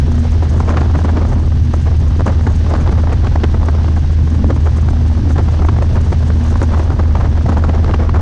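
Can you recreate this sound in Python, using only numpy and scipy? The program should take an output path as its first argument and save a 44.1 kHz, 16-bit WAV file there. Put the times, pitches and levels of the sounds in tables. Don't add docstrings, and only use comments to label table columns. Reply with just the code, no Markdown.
import sys
import numpy as np
from scipy import signal
from scipy.fft import rfft, irfft, next_fast_len
from scipy.io import wavfile
from scipy.ndimage import uniform_filter1d, minimum_filter1d

SR = 44100
rng = np.random.default_rng(int(sys.argv[2]) if len(sys.argv) > 2 else 0)


def log_audio(samples):
    frames = np.atleast_2d(samples).T
    limited = np.clip(frames, -1, 1)
    pcm = np.round(limited * 32767).astype(np.int16)
    wavfile.write(sys.argv[1], SR, pcm)


N = 362061
T = np.arange(N) / SR

# time_s, hiss_db, buzz_db
HISS_AND_BUZZ = [(0, -39, -52.5), (1.5, -42.5, -52.5), (2.7, -40, -52), (3.2, -41, -58.5),
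                 (4.2, -41.5, -55.5), (5.3, -41.5, -52), (6.0, -40.5, -54), (6.72, -39.5, -51),
                 (6.9, -42.5, -59), (7.8, -41.5, -56), (8.05, -43.5, -78), (8.21, -44, -81)]


def gain_of(db):
    return 10 ** (np.asarray(db) / 20)


def unit_rms(x):
    return x / np.sqrt(np.mean(x ** 2) + 1e-20)


def curves(rows):
    time_s, *columns = np.transpose(rows)
    return [np.interp(T, time_s, c) for c in columns]


def noise(spectrum):
    size = next_fast_len(N)
    hz, db = np.transpose(spectrum)
    colour_db = np.interp(np.log(np.fft.rfftfreq(size, 1 / SR) + 1), np.log(hz), db)
    return unit_rms(irfft(rfft(rng.standard_normal(size)) * gain_of(colour_db), size)[:N])


def drift(hz):
    return noise([(1, 0), (hz, 0), (4 * hz, -24), (SR / 2, -120)])


def band(x, lo_hz, hi_hz):
    return signal.sosfilt(signal.butter(2, [lo_hz, hi_hz], "band", fs=SR, output="sos"), x)


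def resonance(x, centre_hz, width_hz):
    carrier = np.exp(2j * np.pi * np.cumsum(centre_hz) / SR)
    baseband = signal.lfilter(*signal.butter(2, width_hz / 2, fs=SR), x / carrier)
    return unit_rms((carrier * baseband).real)


def steadied(x, key, span_samples=260):
    return x / np.sqrt(uniform_filter1d(key ** 2, span_samples) + 0.21 * np.mean(key ** 2))


def bursts(rows):
    envelope = np.zeros(N)
    for centre_s, height, width_s in rows:
        start = max(round(centre_s * SR) - 1500, 0)
        part = envelope[start:start + 3500]
        offset = 2 * (T[start:start + 3500] - centre_s) / max(width_s, .002)
        falloff = np.where(offset > 0, abs(offset / 0.82) ** 1.57, (offset / 0.84) ** 2)
        np.maximum(part, height * np.exp(-.5 * falloff), out=part)
    return envelope


def high_ticks():
    # centre_s, level_db
    ticks = [(0.32, -39), (0.601, -41), (0.701, -39), (1.74, -39), (2.265, -39), (3.13, -40.5),
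             (3.659, -40.5), (6.441, -42), (6.63, -35), (7.495, -42)]
    # centre_hz, width_hz, relative_db
    bands = [(6390, 1080, 8.5), (7330, 2200, 5.5), (8780, 280, -7.5)]
    ticking = bursts((centre_s, gain_of(db), .008) for centre_s, db in ticks)
    flicker = unit_rms(gain_of(16 * np.tanh(0.4 * drift(27))))
    buzz = gain_of(curves(HISS_AND_BUZZ)[1]) * flicker
    white = rng.standard_normal(N)
    ring = sum(gain_of(db) * unit_rms(band(white, hz - width_hz / 2, hz + width_hz / 2))
               for hz, width_hz, db in bands)
    return unit_rms(band(ring, 5400, 12000)) * np.hypot(ticking, buzz)


def slipstream(blade_passes, flutter_db):
    # freq_hz, density_db
    spectrum = [(700, -35.5), (1200, -20.5), (1550, 1.5), (2400, -6), (2900, -4.5), (6000, -9),
                (7000, -20.5), (8500, -23), (9500, -28), (10400, -30), (12000, -85.5)]
    level_db = curves(HISS_AND_BUZZ)[0] + 0.035 * flutter_db + 0.61 * drift(3.9)
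    pulse = 1 + 0.081 * np.sin(2 * np.pi * blade_passes)
    return gain_of(level_db) * pulse * noise(spectrum)


def small_puffs(strength_db, count=220):
    when, size, length = rng.random((count, 3)).T
    level_db = strength_db[(when * N).astype(int)] + 1 + 4 * size
    return np.transpose([when * N / SR, level_db, np.full(count, -31.5), 0.0074 * (.5 + length)])


def draught():
    # time_s, level_db
    gusts = [(0, -36), (0.6, -32), (1.2, -31), (1.6, -39.5), (2.3, -34.5), (2.85, -31), (3.3, -36.5),
             (3.62, -30.5), (4.1, -37.5), (5.1, -34.5), (5.45, -34), (6.4, -33), (6.7, -29.5), (7.0, -33.5),
             (7.25, -32), (7.45, -35), (7.75, -27), (8.21, -36.5)]
    # centre_s, level_db, treble_re_level_db, width_s
    strong_puffs = [(0.429, -18.5, -30, 0.013), (0.544, -23, -22, 0.014), (0.606, -14.5, -26, 0.0069),
                    (0.686, -16.5, -12, 0.016), (0.706, -14, -12, 0.014), (0.778, -16, -7, 0.02),
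                    (0.743, -18.5, -24, 0.011), (0.815, -15, -20, 0.013), (0.832, -21, -15, 0.013),
                    (0.862, -23, -24, 0.022), (0.955, -16, -18, 0.022), (0.992, -18, -17, 0.0063),
                    (1.053, -16.5, -15, 0.013), (1.089, -18, -14, 0.023), (1.176, -16.5, -15, 0.018),
                    (1.22, -17.5, -18, 0.019), (1.329, -21, -24, 0.019), (1.741, -14.5, -26, 0.01),
                    (1.873, -23, -13, 0.03), (1.916, -23, -26, 0.011), (2.196, -16.5, -18, 0.0097),
                    (2.207, -12, -33, 0.0046), (2.267, -14.5, -27, 0.01), (2.279, -10.5, -21, 0.0082),
                    (2.297, -18.5, -23, 0.023), (2.473, -11.5, -26, 0.0087), (2.716, -19.5, -24, 0.023),
                    (2.74, -9.5, -34, 0.0062), (2.753, -18.5, -14, 0.011), (2.815, -26, -15, 0.02),
                    (2.875, -21, -19, 0.04), (2.894, -13.5, -19, 0.0066), (3.038, -18, -30, 0.0071),
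                    (3.074, -16, -13, 0.0052), (3.1, -20.5, -18, 0.018), (3.128, -19, -11, 0.02),
                    (3.247, -22, -21, 0.025), (3.272, -18.5, -11, 0.0089), (3.359, -10.5, -37, 0.0053),
                    (3.442, -10, -9.5, 0.012), (3.546, -16.5, -27, 0.0098), (3.687, -14.5, -21, 0.0074),
                    (3.846, -21, -24, 0.0053), (3.884, -19.5, -18, 0.0076), (3.968, -22.5, -23, 0.0084),
                    (4.444, -13.5, -26, 0.0045), (4.506, -10, -27, 0.011), (4.67, -19, -17, 0.023),
                    (5.31, -26, -28, 0.024), (5.362, -16.5, -29, 0.0093), (5.391, -15, -22, 0.025),
                    (5.487, -17, -30, 0.0064), (5.623, -18, -31, 0.011), (5.65, -12.5, -27, 0.0061),
                    (5.692, -13, -15, 0.01), (5.787, -17, -34, 0.0064), (5.825, -14.5, -18, 0.009),
                    (5.968, -18, -21, 0.028), (6.128, -15.5, -24, 0.012), (6.304, -13.5, -26, 0.0046),
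                    (6.558, -13, -31, 0.005), (6.619, -11.5, -26, 0.0042), (6.632, -15.5, -30, 0.014),
                    (6.744, -23, -20, 0.04), (6.798, -17.5, -10.5, 0.0078), (6.904, -14.5, -29, 0.008),
                    (6.998, -16, -31, 0.017), (7.036, -19.5, -25, 0.0049), (7.156, -15.5, -15, 0.011),
                    (7.209, -18.5, -15, 0.02), (7.247, -20.5, -30, 0.038), (7.374, -22, -33, 0.0096),
                    (7.463, -13.5, -36, 0.0062), (7.495, -11.5, -34, 0.015), (7.527, -18.5, -20, 0.016),
                    (7.576, -17, -26, 0.02), (7.646, -16.5, -12, 0.014), (7.696, -14.5, -7, 0.01),
                    (7.75, -23, -20, 0.037), (7.848, -11.5, -28, 0.0043), (7.898, -14.5, -31, 0.014),
                    (7.912, -20, -9, 0.006), (7.945, -14, -9, 0.0097), (8.002, -20.5, -12, 0.023),
                    (8.028, -19.5, -28, 0.02), (8.095, -22, -8, 0.0093), (8.146, -16, -27, 0.0088),
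                    (8.165, -16, -17, 0.021), (8.197, -21.5, -29, 0.016)]
    # freq_hz, density_db
    spectrum = [(80, -22), (200, 7.5), (400, 1.5), (800, -1.5), (1300, -9), (1900, -17), (2600, -28),
                (5000, -33.5), (7000, -36), (9500, -55), (11000, -81.5)]
    strength_db = curves(gusts)[0]
    flutter_db = 3.43 * drift(23) + 3.9 * drift(59)
    centre_s, level_db, treble_db, width_s = np.vstack([strong_puffs, small_puffs(strength_db)]).T
    crackle = gain_of(2.54 * drift(160))
    air = crackle * noise(spectrum)
    air = steadied(air, band(air, 307, 2500))
    treble_air = crackle * band(band(rng.standard_normal(N), 1100, 2700), 900, 5400)
    puffs = bursts(zip(centre_s, gain_of(level_db), width_s))
    edges = bursts(zip(centre_s - 0.092 * width_s, gain_of(level_db + treble_db), 0.59 * width_s))
    body = air * np.hypot(gain_of(strength_db + flutter_db), puffs)
    return body + steadied(treble_air, treble_air) * edges, flutter_db


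def snaps():
    # start_s, relative_db, pitch_hz, treble_re_level_db
    cracks = [(0.603, -12.5, 970, -19), (0.6917, -7.5, 1080, -17), (0.7701, -11, 1270, -12),
              (0.8086, -21, 1240, -12), (1.1706, -13, 1190, -12), (1.7394, -23, 945, -20),
              (2.2653, -16, 985, -17), (2.4668, -18, 1760, -20), (2.738, -13, 1040, -16),
              (2.8749, -15.5, 990, -12), (3.3568, -16, 960, -15), (3.4351, -15, 1520, -7),
              (4.5012, -25, 1210, -22), (5.382, -11.5, 930, -13), (5.686, -7.5, 1130, -18),
              (6.5571, -12, 910, -27), (6.6157, -12.5, 1450, -15), (6.7461, -14.5, 1110, -17),
              (6.9955, -14, 1110, -24), (7.1528, -7.5, 960, -23), (7.5702, -12, 950, -21),
              (7.6387, -10, 1290, -22), (7.844, -12.5, 1150, -12), (7.9382, -8, 1150, -20),
              (8.0935, -10.5, 1010, -25)]
    rise_s, decay_s, click_decay_s, length = .0012, .0017, .0007, 600
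    track = np.zeros(N + length)
    t = np.arange(length) / SR
    attack = np.minimum(t / rise_s, 1)
    sag = .11 * (1 - t / decay_s).clip(-1)
    for start_s, db, pitch_hz, treble_db in cracks:
        spit = rng.standard_normal(length)
        jitter = 0.12 * uniform_filter1d(spit, size=9)
        cycles = np.cumsum(pitch_hz * (1 + sag + jitter)) / SR
        ring = np.exp(-t / decay_s) * np.sin(2 * np.pi * cycles)
        click = np.sign(spit) * np.exp(-abs(t - rise_s) / click_decay_s)
        click = band(band(click, 1500, 5600), 1500, 6100)
        treble = gain_of(treble_db) * click / abs(click).max()
        track[round(start_s * SR):][:length] += 2 * gain_of(db) * attack * (ring + treble)
    return track[:N]


def airframe():
    # freq_hz, density_db
    rumble_spectrum = [(12, -13), (25, -5), (40, 0), (62, .5), (79, -3), (98, 0), (110, -3), (132, -3.5),
                       (148, -10.5), (165, -20), (220, -36), (2000, -120)]
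    # freq_hz, density_db
    roar_spectrum = [(110, -7.5), (165, 4.5), (220, 3.5), (260, 0), (320, -5.5), (380, -7), (600, -21),
                     (1200, -23), (2500, -69), (9000, -100)]
    # peak_s, level_db, rise_s
    swells = [(0.16, -30, .15), (1.17, -21.5, 0.091), (4.5, -16, 0.19), (5.29, -20.5, 0.11)]
    break_off_s, climb_s = .039, .08
    rumble = gain_of(-13.5 + 1.6 * drift(22)) * noise(rumble_spectrum)
    roar = gain_of(-27.5 + 3.55 * drift(24)) * noise(roar_spectrum)
    envelope = sum(gain_of(db) * np.exp(-((T - peak_s) / np.where(T < peak_s, rise_s, break_off_s)) ** 2)
                   for peak_s, db, rise_s in swells)
    climb = sum(np.exp(-((T - peak_s - break_off_s) / climb_s) ** 2) for peak_s, _, _ in swells)
    moan = resonance(rng.standard_normal(N), centre_hz=220 + 71 * climb, width_hz=69)
    return rumble + roar + envelope * unit_rms(steadied(moan, moan, span_samples=900))


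def propeller():
    # time_s, rate_hz
    blade_rate = [(0, 78.95), (2.7, 78.95), (3.0, 78.65), (7, 78.63), (8.21, 78.55)]
    # blade_rate_multiple, level_re_drone_db
    orders = [(.5, -22), (1, 0), (1.25, -19), (4, -28), (5, -37)]
    # time_s, level_db
    drone_level = [(0, -11.5), (3.2, -12), (3.7, -10.6), (8.21, -10.6)]
    # time_s, level_db
    third_level = [(0.0, -26.5), (0.16, -19.5), (0.34, -28.5), (1.5, -31), (1.7, -25), (1.85, -30),
                   (3.2, -31.5), (4.1, -34), (4.37, -22.5), (4.7, -38), (4.92, -24), (5.58, -34),
                   (6.17, -29.5), (6.4, -25), (6.6, -30), (7.4, -30), (8.21, -30)]
    blade_passes = np.cumsum(curves(blade_rate)[0]) / SR
    phase = 2 * np.pi * blade_passes
    tones = sum(gain_of(db + .3 * k * drift(22)) * np.cos(k * phase) for k, db in orders)
    third = gain_of(curves(third_level)[0] + 1.4 * drift(9)) * np.cos(3 * phase)
    return np.sqrt(2) * (gain_of(curves(drone_level)[0]) * tones + third), blade_passes


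def scene():
    drone, blade_passes = propeller()
    puffs, flutter_db = draught()
    mix = drone + airframe() + puffs + slipstream(blade_passes, flutter_db) + high_ticks() + snaps()
    return mix[None]


def record(dry):
    knee_db, cut_db_per_db, makeup_db = -6, .45, .21
    ceiling, cutoff_hz = 1.52, 10400
    crest = -minimum_filter1d(-abs(dry), 700)
    crest_db = 20 * np.log10(uniform_filter1d(crest, 500) + 1e-9)
    over_db = np.maximum(crest_db - knee_db, 0)
    levelled = dry * gain_of(makeup_db - cut_db_per_db * over_db)
    rounded = ceiling * np.tanh(levelled / ceiling)
    lowpass = signal.firwin(255, cutoff_hz, window=("kaiser", 9), fs=SR)
    return signal.oaconvolve(rounded, lowpass[None], "same")


dry = scene()
out = record(dry)
log_audio(out)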